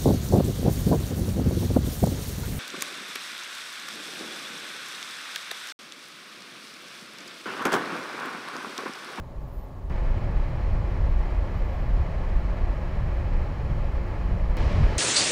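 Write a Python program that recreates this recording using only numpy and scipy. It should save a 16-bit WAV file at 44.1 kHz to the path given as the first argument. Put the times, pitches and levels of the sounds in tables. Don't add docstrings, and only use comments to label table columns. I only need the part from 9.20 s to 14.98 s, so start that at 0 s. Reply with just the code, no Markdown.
import sys
import numpy as np
from scipy import signal
from scipy.fft import rfft, irfft
from scipy.io import wavfile
from scipy.ndimage import uniform_filter1d

SR = 44100
rng = np.random.default_rng(int(sys.argv[2]) if len(sys.argv) > 2 else 0)


def unload_wav(signal):
    wavfile.write(
        sys.argv[1],
        SR,
        np.round(np.clip(np.atleast_2d(signal).T, -1, 1) * 32767).astype(np.int16),
    )


def elevation(decibels):
    levels = np.asarray(decibels, float)
    return 10 ** (levels / 20)


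N = 254898
TIME = np.arange(N) / SR
BLADES = 7

# start_s, shaft_rpm, waveform_jump (full scale = 1), airflow_db, hum_db
FAN_SPEEDS = [
    (0, 1113, 0.054, -47.5, -54),
    (.6985, 1512, 0.011, -39, -46),
    (5.3698, 1847, -.072, -33.5, -44),
]
# freq_hz, density_db (per Hz)
AIRFLOW_COLOURS = [
    [(90, -29.5), (150, -4), (300, -6), (600, -9), (1100, -14), (1600, -24), (2500, -29), (4000, -38),
     (7000, -50), (15700, -75)],
    [(90, -30), (150, -4), (300, -7), (600, -8.5), (1100, -14), (1600, -19), (2500, -22), (3200, -30.5),
     (4000, -34), (5200, -38.5), (7000, -46), (15700, -70)],
    [(90, -33), (150, -6.5), (300, -5), (600, -8), (1100, -13), (1600, -17.5), (2500, -18.5), (3200, -24.5),
     (4000, -27.5), (5200, -31), (7000, -39.5), (15700, -64.5)],
]
# centre_hz, width_hz, peak_db
CASE_MODES = [(439.1, 120, -1), (552, 60, 4), (634.8, 50, 3), (671, 25, -3), (719.7, 40, 1.5),
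              (766.3, 25, -4), (844.8, 60, 3), (910, 80, 1.5), (977.3, 30, -2), (1102.2, 120, 2.5),
              (1508, 150, -3.5), (1693.6, 150, 3.5), (1996.2, 250, 1.5), (2762, 200, -4), (3011.6, 300, 2),
              (3619, 300, -3.5), (4106, 460, 2.5), (4705, 340, 0.5), (5526, 460, 2), (6046, 300, -2),
              (6917, 440, 0.5)]
# multiple (of blade rate), level_db
HUM_HARMONICS = [(1, -1), (2, -7), (3, -11), (4, -18)]
# freq_hz, density_db (per Hz)
EDDY_COLOURS = [
    [(7, -34), (13, -6), (27, 1), (45, 0), (70, -7), (100, -30), (200, -70)],
    [(50, -30), (75, 0), (120, -6), (170, -13), (240, -24), (340, -50)],
]
# large_eddies_db, small_eddies_db
CALM_AIR = [(-39, -43), (-29, -33.5), (-25, -30)]
# centre_s, length_s, peak_db
LARGE_GUSTS = [(0.215, 0.057, -27), (0.395, .08, -30.5), (.67, .06, -27), (.76, .08, -26), (.88, .14, -21),
               (1.172, .16, -20), (1.5, .14, -19), (1.67, 0.081, -22), (1.9, 0.19, -18), (2.02, 0.048, -19),
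               (2.18, 0.097, -19.5), (2.431, 0.088, -21), (2.6, 0.11, -23), (2.76, 0.12, -19),
               (3.0, .08, -21.5), (3.15, .12, -19), (3.295, 0.081, -24.5), (3.459, 0.076, -18),
               (3.61, 0.063, -23), (3.82, 0.11, -22), (3.97, 0.076, -21), (4.163, .14, -20.5),
               (4.5, 0.071, -20), (4.63, 0.081, -21), (4.794, 0.087, -21), (5.051, 0.064, -20),
               (5.152, 0.068, -18), (5.281, 0.11, -20), (5.45, .12, -19), (5.63, 0.13, -17.5)]
# centre_s, length_s, peak_db
LITTLE_GUSTS = [(.02, .06, -37), (.24, 0.14, -41), (.6, .12, -38), (1.03, .2, -27.5), (1.33, 0.085, -29),
                (1.57, .16, -27), (1.8, 0.15, -27.5), (2.3, .2, -33), (2.78, 0.19, -29), (3.29, 0.069, -30),
                (3.84, .14, -29.5), (4.031, 0.12, -28), (4.28, .12, -33), (4.5, .2, -29), (5.14, .1, -27.5),
                (5.46, .12, -26), (5.6, 0.082, -18)]
# start_s, peak_s, pitch_hz, climb_hz, peak_db
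SQUEAL_EVENTS = [
    (.19, .375, 14000, 90, -67),
    (.24, .35, 10110, 0, -76),
    (2.26, 2.41, 13350, 50, -77),
    (2.52, 2.575, 13360, 10, -76),
]
# time_s, line_hz (50th multiple of the tick rate)
PUMP_SPEED = [(0, 6928), (.69, 6915), (1.1, 6930), (2.2, 6936), (3, 6908), (3.6, 6925), (4.5, 6932),
              (5.78, 6915)]
# centre_hz, width_hz, line_db (per line)
PUMP_HOUSING = [(4100, 700, -90), (4800, 700, -91), (5400, 400, -94), (6900, 900, -88.5), (7900, 400, -95)]
# pitch_hz, level_db
WHINES = [(10002, -99), (10998, -96)]
# freq_hz, density_db (per Hz)
HISS_COLOUR = [(300, 14), (3000, 2.5), (4200, 5), (6000, 0.5), (6900, 0.5), (7500, -3), (9000, -2.5),
               (15000, -3),
               (15700, -2), (15740, -60)]


def level(x, db):
    return x * elevation(db) / np.sqrt(np.mean(x ** 2))


def coloured(points, modes=()):
    hz = np.maximum(np.fft.rfftfreq(N, 1 / SR), 1)
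    point_hz = [p[0] for p in points]
    point_db = [p[1] for p in points]
    db = np.interp(np.log(hz), np.log(point_hz), point_db, left=-200, right=-200)
    for centre_hz, width_hz, peak_db in modes:
        db = db + peak_db / (1 + (2 * (hz - centre_hz) / width_hz) ** 2)
    white = rng.standard_normal(N)
    return level(irfft(rfft(white) * elevation(db), N), 0)


def walk(rate):
    hold = int(SR / rate)
    steps = np.repeat(rng.standard_normal(N // hold + 1), hold)
    smooth = uniform_filter1d(uniform_filter1d(steps, hold), hold)
    return 1.3 * smooth[:N]


def tone(hz):
    cycles = np.cumsum(hz + 0 * TIME) / SR + rng.random()
    return np.sqrt(2) * np.sin(2 * np.pi * cycles)


def airflow(colour, flow_db):
    swell_db = .1 * walk(rate=2) + .5 * walk(rate=80)
    return level(coloured(colour, CASE_MODES) * elevation(swell_db), flow_db)


def hum(rpm, hum_db):
    out = 0
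    for fan in (.995, 1.005):
        blade_hz = BLADES * rpm / 60 * fan * (1 + .004 * walk(rate=4))
        for multiple, db in HUM_HARMONICS:
            out = out + elevation(db + 3.0 * walk(rate=9)) * tone(multiple * blade_hz)
    return out * elevation(hum_db - 4)


def buffet(colour, evenness=.6):
    eddies = coloured(colour)
    power = uniform_filter1d(uniform_filter1d(eddies ** 2, size=3000), size=3000)
    return level(eddies / np.sqrt(power) ** evenness, 0)


def gusting(calm_db, gusts):
    power = elevation(calm_db) ** 2
    for centre_s, length_s, peak_db in gusts:
        power = power + elevation(peak_db) ** 2 * np.exp(-(2 * (TIME - centre_s) / length_s) ** 2)
    return np.sqrt(power)


def fans():
    out = np.zeros(N)
    for (start_s, rpm, jump, flow_db, hum_db), colour, calm in zip(FAN_SPEEDS, AIRFLOW_COLOURS, CALM_AIR):
        i = int(start_s * SR)
        steady = airflow(colour, flow_db) + hum(rpm, hum_db)
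        eddies = np.array([buffet(c) for c in EDDY_COLOURS])
        large = gusting(calm[0], LARGE_GUSTS) * elevation(-1.5)
        small = gusting(calm[1], LITTLE_GUSTS) * elevation(-2)
        gusts = np.array([large, small])
        miss = np.abs(steady + gusts[:, i] @ eddies - out[i] - jump)
        shift = i - np.argmin(miss[:SR])
        wind = np.sum(gusts * np.roll(eddies, shift, axis=1), axis=0)
        out[i:] = (np.roll(steady, shift) + wind)[i:]
    return out


def squeals():
    swell_db_s, fade_db_s, climb_s = 60, 75, .1
    out = 0
    for start_s, peak_s, hz, climb_hz, peak_db in SQUEAL_EVENTS:
        age = np.maximum(TIME - start_s, 0)
        swell_db = peak_db - np.maximum(swell_db_s * (peak_s - TIME), fade_db_s * (TIME - peak_s))
        pitch_hz = hz - climb_hz * np.exp(-age / climb_s) + 25 * walk(rate=300)
        stutter = level(elevation(3.8 * walk(rate=80)), 0)
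        onset = np.clip(age / 0.02, 0, 1)
        out = out + onset * stutter * elevation(swell_db) * tone(pitch_hz)
    return out


def pump():
    tick_hz = np.interp(TIME, *np.transpose(PUMP_SPEED)) / 50
    turn = np.cumsum(tick_hz) / SR
    ticks = np.append(0, np.diff(np.floor(turn))) * elevation(1.5 * walk(rate=140))
    hz = np.fft.rfftfreq(N, 1 / SR)
    ring = 0
    for centre_hz, width_hz, db in PUMP_HOUSING:
        ring = ring + elevation(db) / (1 + 2j * (hz - centre_hz) / width_hz) ** 2
    return irfft(rfft(ticks / np.sqrt(2) / ticks.mean()) * ring, N)


def whines():
    out = 0
    for hz, db in WHINES:
        out = out + elevation(db + 2.5 * walk(rate=12)) * tone(hz + 6.0 * walk(rate=8))
    return out


def hiss():
    return level(coloured(HISS_COLOUR), -68.5)


def scene():
    return (fans() + squeals() + pump() + whines() + hiss())[None]


def low_pass(x):
    return signal.sosfilt(signal.butter(12, 16300, fs=SR, output="sos"), x)


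def record(dry):
    return low_pass(dry)


dry = scene()
out = record(dry)
unload_wav(out)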